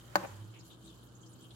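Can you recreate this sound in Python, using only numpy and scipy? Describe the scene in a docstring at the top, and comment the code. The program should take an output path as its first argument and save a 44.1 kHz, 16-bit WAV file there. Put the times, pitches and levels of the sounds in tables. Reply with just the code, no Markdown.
"""In a plastic tank in a quiet room, a hermit crab shifts in the sand and knocks its shell on the wall.
The impact excites the wall's damped modes, with a gritty crack and a diffuse tail. Friction makes
the rest of the crab's sound: the shell scuffs the wall as it settles, the body drags and the legs
scratch faintly in the sand. Behind it lie soft hiss, an electric hum and one low swell."""
import sys
import numpy as np
from scipy import signal
from scipy.fft import rfft, irfft
from scipy.io import wavfile

SR = 44100
rng = np.random.default_rng(int(sys.argv[2]) if len(sys.argv) > 2 else 0)


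def generate_wav(sig):
    """Save sig (samples, or channels by samples) to the path in sys.argv[1] as 16-bit PCM at SR."""
    pcm = np.round(np.clip(np.atleast_2d(sig).T, -1, 1) * 32767).astype(np.int16)
    wavfile.write(sys.argv[1], SR, pcm)


N = 68355
TIME = np.arange(N) / SR
BIN_HZ = np.arange(N // 2 + 1) * SR / N

# the shell meets the wall and chatters once: start_s, strength_db
SHELL_CONTACTS = [(0.1556, -2), (0.1588, -10.5)]
# modes of the tank wall: pitch_hz, level_db, t60_s, left_minus_right_db, right_lag_ms
WALL_MODES = [(186.8, -32.5, 0.28, 3.5, 0.085), (317.6, -40, 0.14, 2.5, 0.084),
              (352, -38, 0.098, 6.5, 0.21), (398, -38, 0.07, 0, 0.064), (586, -21.5, 0.049, 6.5, 0.14),
              (782, -16, 0.06, 0, 0.12), (864, -20.5, 0.025, 9, 0.79), (1020, -21, 0.06, -2.4, 0.35),
              (1100, -19.5, 0.06, 7.4, -0.3), (1505, -21, 0.038, 2, 0.19), (1764, -25, 0.038, -16.5, 0.461),
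              (1956, -29, 0.051, -1, 0.3), (2736, -35, 0.035, 11, 0.49), (4400, -23, 0.013, 13, 0.11),
              (6880, -9, 0.018, -1, 0.34)]
# the shell rubs the wall: start_s, length_s, level_db
SCUFF_STROKES = [(0.227, 0.01, -48), (0.2324, 0.013, -38.5), (0.2444, 0.012, -37)]
# the crab shifts its weight: start_s, length_s, level_db
BUMP_STROKES = [(0.857, 0.02, -55), (1.396, 0.059, -59)]
# legs scratch the sand: start_s, length_s, centre_hz, bandwidth_ratio, level_db
LEG_STROKES = [(0.257, 0.034, 6840, 0.18, -60.5), (0.525, 0.06, 2630, 0.36, -61),
               (0.586, 0.017, 6820, 0.12, -61), (0.59, 0.029, 4670, 0.29, -62.5),
               (0.639, 0.068, 11500, 0.26, -66.5), (0.692, 0.046, 3360, 0.25, -60.5),
               (0.83, 0.041, 8040, 0.23, -64), (0.835, 0.039, 3560, 0.3, -66.5),
               (0.871, 0.018, 3690, 0.17, -57), (0.88, 0.057, 3250, 0.18, -64),
               (1.03, 0.033, 12400, 0.3, -69), (1.147, 0.026, 6670, 0.12, -62),
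               (1.201, 0.034, 6800, 0.16, -63), (1.223, 0.027, 3170, 0.05, -66.5),
               (1.256, 0.022, 6060, 0.37, -60.5), (1.284, 0.038, 9550, 0.18, -65),
               (1.328, 0.014, 7250, 0.15, -61), (1.397, 0.032, 3220, 0.08, -66),
               (1.417, 0.03, 8600, 0.28, -67), (1.432, 0.031, 3060, 0.12, -60),
               (1.505, 0.0077, 3450, 0.27, -55), (1.507, 0.024, 3350, 0.24, -62)]
# loudness contours of the body's drag and the sand's rustle: time_s, level_db
DRAG_CONTOUR = [(0, -67), (0.07, -64), (0.15, -57.5), (0.3, -62.5), (0.42, -70), (0.6, -105)]
RUSTLE_CONTOUR = [(0, -63.5), (0.14, -65.5), (0.33, -63.5), (0.45, -66), (0.61, -69), (0.66, -62.5),
                  (0.79, -69), (0.87, -63), (1.05, -67), (1.13, -69), (1.25, -69.5), (1.31, -67.5),
                  (1.39, -65), (1.55, -66)]

# spectral density of each noise: frequency_hz, relative_density_db
CRACK_SPECTRUM = [(150, -32), (700, -16), (1500, 1), (2200, -11), (3400, -8), (4500, 2.5), (5700, -10),
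                  (6800, -3), (7800, -8.5), (10000, -17), (12000, -11.5), (14000, -8), (16000, -10)]
TAIL_SPECTRUM = [(60, -30), (120, 0.5), (180, -6), (260, -8), (345, 5.5), (450, -12.5), (560, 5.5),
                 (680, -7), (800, 5), (1030, 1.5), (1350, -8.5), (1560, -6), (2100, -17), (3500, -22.5),
                 (7000, -25), (10000, -33.5), (14000, -27), (16000, -48)]
SCUFF_SPECTRUM = [(50, -34), (150, -13), (350, -6.5), (440, -14.5), (555, 9), (680, -10.5), (775, 3.5),
                  (920, -14), (1200, -11), (1550, -9), (2000, -15.5), (2600, -16.5), (3500, -36),
                  (9000, -38)]
DRAG_SPECTRUM = [(60, -26), (300, -7), (580, 7), (900, -1), (1400, 2), (2100, -2.5), (2800, -8),
                 (5000, -9.5), (9000, -12), (16000, -16)]
BUMP_SPECTRUM = [(60, -23), (200, 1), (500, -30), (4000, -70)]
RUSTLE_SPECTRUM = [(1800, -31), (2450, -11), (2880, 0.5), (3110, 10), (3350, -1), (4200, 0.5), (5500, -4.5),
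                   (7000, 2.5), (9000, -5.5), (11500, -3.5), (13500, -11.5), (16000, -11)]
AIR_SPECTRUM = [(25, -32), (50, -13), (80, -8.5), (115, 4), (150, -1.5), (190, -0.5), (260, -5.5),
                (340, -4.5), (430, -9), (700, -15.5), (1250, -16), (1600, -22), (1950, -33.5),
                (2450, -32.5), (3000, -27), (16000, -65)]

# the hum's two middle partials: pitch_hz, level_db
HUM_PARTIALS = [(119.2, -61), (185, -71.5)]
# its lowest and highest partials come and go: time_s, deep_level_db, high_level_db
HUM_CONTOURS = [(0, -64.5, -65), (0.2, -65, -88), (0.43, -70, -62.5), (0.55, -76, -77), (0.65, -67, -61),
                (0.76, -74, -71), (0.89, -62, -56.5), (0.99, -66, -83.5), (1.12, -66, -79),
                (1.25, -78, -63), (1.42, -90, -70.5), (1.55, -58.5, -87)]
# course of the low swell: time_s, pitch_hz, level_db
SWELL_CONTOUR = [(0.22, 99.5, -66), (0.29, 99, -57), (0.32, 100, -50.5), (0.39, 101.8, -49),
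                 (0.43, 103.7, -46.5), (0.49, 108.8, -50), (0.53, 112.5, -55), (0.6, 115, -66)]
# likeness of the left and right channels: frequency_hz, coherence_ratio
STEREO_COHERENCE = [(60, 0.78), (250, 0.66), (600, 0.34), (1200, 0.049), (3000, 0.031), (12000, 0.018)]
# the side to which sand, air and hum lean: frequency_hz, left_minus_right_db
STEREO_BALANCE = [(60, -3.5), (120, 1.5), (240, -2), (480, 0.5), (950, -5), (1890, -11), (3770, 8.5),
                  (7520, -4), (15000, -1)]


def shell_knock():
    """Impact excitation: each contact rings the wall and gives a broadband crack; the tail follows."""
    grit = pan(db=7) * noise(CRACK_SPECTRUM)
    out = reverberant_tail(*SHELL_CONTACTS[0])
    for start_s, strength_db in SHELL_CONTACTS:
        crack = from_db(-34) * strike(start_s, attack_s=0.00072, t60_s=0.04)
        # a sand grain gives way just after the touch
        snap = from_db(-26.5) * strike(start_s + 0.00119, attack_s=0.00014, t60_s=0.0051)
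        out += from_db(strength_db) * (wall_ring(start_s) + grit * (crack + snap))
    return out


def wall_ring(start_s, contact_hz=2190, dispersion_hz=390, dispersion_width_hz=850):
    """Modal superposition: the struck wall vibrates as a sum of exponentially damped sinusoids."""
    ring = np.zeros((2, N))
    for hz, db, t60_s, pan_db, lag_ms in WALL_MODES:
        age = np.maximum(TIME - start_s - np.array([[0], [lag_ms * 1e-3]]), 0)
        envelope = from_db(db - 60 * age / t60_s) * (age > 0)
        ring += pan(pan_db) * envelope * np.cos(2 * np.pi * hz * age)
    # bending waves disperse: an all-pass filter smears the attack
    radius = np.exp(-np.pi * dispersion_width_hz / SR)
    poles = [1, -2 * radius * np.cos(2 * np.pi * dispersion_hz / SR), radius ** 2]
    ring = signal.lfilter(poles[::-1], poles, ring + 1e-18)
    ring = filtered(ring, "high", hz=164, order=4)  # the small wall radiates little bass
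    return filtered(ring, "low", contact_hz)  # the contact dulls the high modes


def reverberant_tail(start_s, strength_db, crossover_hz=2500, attack_s=0.0065):
    """Reverberation: diffuse sound in tank and room decays exponentially, here slower in the treble."""
    diffuse = noise(TAIL_SPECTRUM)
    body = filtered(diffuse, "low", crossover_hz) * strike(start_s, attack_s, t60_s=0.48)
    treble = filtered(diffuse, "high", crossover_hz) * strike(start_s, attack_s, t60_s=1)
    return from_db(strength_db - 37.5) * (body - treble)  # opposite signs avoid a crossover notch


def shell_scuffs():
    """Sliding friction: the settling shell rubs the wall in three short, dull strokes."""
    return pan(db=3) * noise(SCUFF_SPECTRUM) * stroke_train(SCUFF_STROKES)


def body_in_sand():
    """Granular friction: the turning body drags through the sand, and shifts of weight bump softly."""
    drag = noise(DRAG_SPECTRUM) * contour(DRAG_CONTOUR)
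    bumps = noise(BUMP_SPECTRUM) * stroke_train(BUMP_STROKES)
    return drag + bumps


def leg_scratches():
    """Friction noise: each leg stroke in the sand is a rough burst, squeaky because its band is narrow."""
    roughness = flicker(depth_db=2.4, rate_hz=350)
    out = np.zeros((2, N))
    for start_s, length_s, centre_hz, bandwidth, db in LEG_STROKES:
        edges_hz = centre_hz * np.exp(np.array([-1, 1]) * bandwidth / 2)
        grains = filtered(roughness * rng.standard_normal((2, N)), "band", edges_hz)
        out += from_db(db) * unit_rms(grains) * stroke(start_s, length_s)
    return out


def sand_rustle():
    """Amplitude modulation: six bands of a fine rustle swell and fade independently under a fast grain."""
    spectrum = rfft(noise(RUSTLE_SPECTRUM))
    band = np.clip(np.floor(2 * np.log2((BIN_HZ + 1) / 2000)), 0, 5)  # half octaves, open at both ends
    patches = sum(irfft(spectrum * (band == k), N) * flicker(depth_db=2, rate_hz=28) for k in range(6))
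    grainy = patches * flicker(depth_db=1.5, rate_hz=170)
    return unit_rms(grainy) * contour(RUSTLE_CONTOUR)


def low_swell():
    """Amplitude and frequency modulation: one low tone swells, glides up a little and fades."""
    time_s, hz, db = np.transpose(SWELL_CONTOUR)
    envelope = np.interp(TIME, time_s, from_db(db), left=0, right=0)
    return pan(db=-3.5) * envelope * tone(np.interp(TIME, time_s, hz))


def electric_hum(deep_hz=59.5, high_hz=326.3, waver_hz=1.04):
    """Superposition of partials: the middle two waver in level and pitch, the outer two come and go."""
    hum = np.zeros(N)
    for hz, db in HUM_PARTIALS:
        envelope = from_db(db) * flicker(depth_db=1.5, rate_hz=1.8)
        hum += envelope * tone(hz + waver_hz * drift(rate_hz=5.8))
    time_s, deep_db, high_db = np.transpose(HUM_CONTOURS)
    for hz, db in ((deep_hz, deep_db), (high_hz, high_db)):
        hum += from_db(np.interp(TIME, time_s, db)) * tone(np.full(N, hz))
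    return hum


def room_air():
    """Stationary noise: the room's soft hiss, strongest in the bass."""
    return from_db(-58) * noise(AIR_SPECTRUM)


def noise(density):
    """Partial coherence: coloured stereo noise of unit rms, most alike in both channels in the bass."""
    mid, side = rfft(rng.standard_normal((2, N)))
    coherence = at_bins(STEREO_COHERENCE)
    stereo = np.sqrt(1 + coherence) * mid + np.sqrt(1 - coherence) * side * [[1], [-1]]
    return unit_rms(irfft(stereo * from_db(at_bins(density)), N))


def tone(hz):
    """Phase is the integral of frequency: a sine of unit rms follows a pitch curve."""
    return np.sqrt(2) * np.sin(2 * np.pi * (np.cumsum(hz) / SR + rng.random()))


def strike(start_s, attack_s, t60_s):
    """Free decay: an envelope that falls exponentially after a linear rise."""
    age = TIME - start_s
    return np.clip(age / attack_s, 0, 1) * from_db(-60 * np.maximum(age - attack_s, 0) / t60_s)


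def stroke(start_s, length_s):
    """Gamma envelope: a rub swells quickly and dies away more slowly."""
    age = np.maximum(TIME - start_s, 0) / (length_s / 2)
    return age ** 2 * np.exp(2 * (1 - age))


def stroke_train(strokes):
    """Superposition of stroke envelopes, each at its own level."""
    return sum(from_db(db) * stroke(start_s, length_s) for start_s, length_s, db in strokes)


def contour(levels):
    """Gain over time, interpolated in decibels."""
    return from_db(np.interp(TIME, *np.transpose(levels)))


def drift(rate_hz):
    """Random fluctuation: low-passed noise of unit rms."""
    return unit_rms(irfft(rfft(rng.standard_normal(N)) / (1 + (BIN_HZ / rate_hz) ** 2), N))


def flicker(depth_db, rate_hz):
    """Log-normal modulation: a gain that wanders by depth_db rms."""
    return from_db(depth_db * drift(rate_hz))


def pan(db):
    """Level difference between the ears, as left and right gains."""
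    return from_db(np.array([[db], [-db]]) / 2)


def placed(x):
    """Level difference by frequency: each part of the spectrum leans to its own side."""
    lean_db = at_bins(STEREO_BALANCE)
    return irfft(rfft(x) * from_db(np.array([lean_db, -lean_db]) / 2), N)


def at_bins(points):
    """Interpolation of a table on a logarithmic frequency axis."""
    hz, values = np.transpose(points)
    return np.interp(np.log(BIN_HZ + 1), np.log(hz), values)


def filtered(x, kind, hz, order=2):
    """Maximally flat low-, high- or band-pass filter."""
    return signal.sosfilt(signal.butter(order, hz, kind, fs=SR, output="sos"), x)


def from_db(db):
    """Decibels to amplitude ratio."""
    return 10 ** (np.asarray(db) / 20)


def unit_rms(x):
    """Normalisation to unit power."""
    return x / np.sqrt(np.mean(x ** 2) + 1e-20)


def scene():
    """Linear superposition: the pressures from shell, sand and room add at the microphones."""
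    shell = shell_knock() + shell_scuffs()
    sand = placed(body_in_sand() + leg_scratches() + sand_rustle())
    room = low_swell() + placed(electric_hum() + room_air())
    return shell + sand + room


def record(dry, cutoff_hz=16000):
    """Band limiting: the deepest bass rolls off and the top is cut steeply."""
    dry = filtered(dry, "high", hz=35)
    return signal.sosfilt(signal.ellip(10, .1, 80, cutoff_hz, fs=SR, output="sos"), dry)


dry = scene()
out = record(dry)
generate_wav(out)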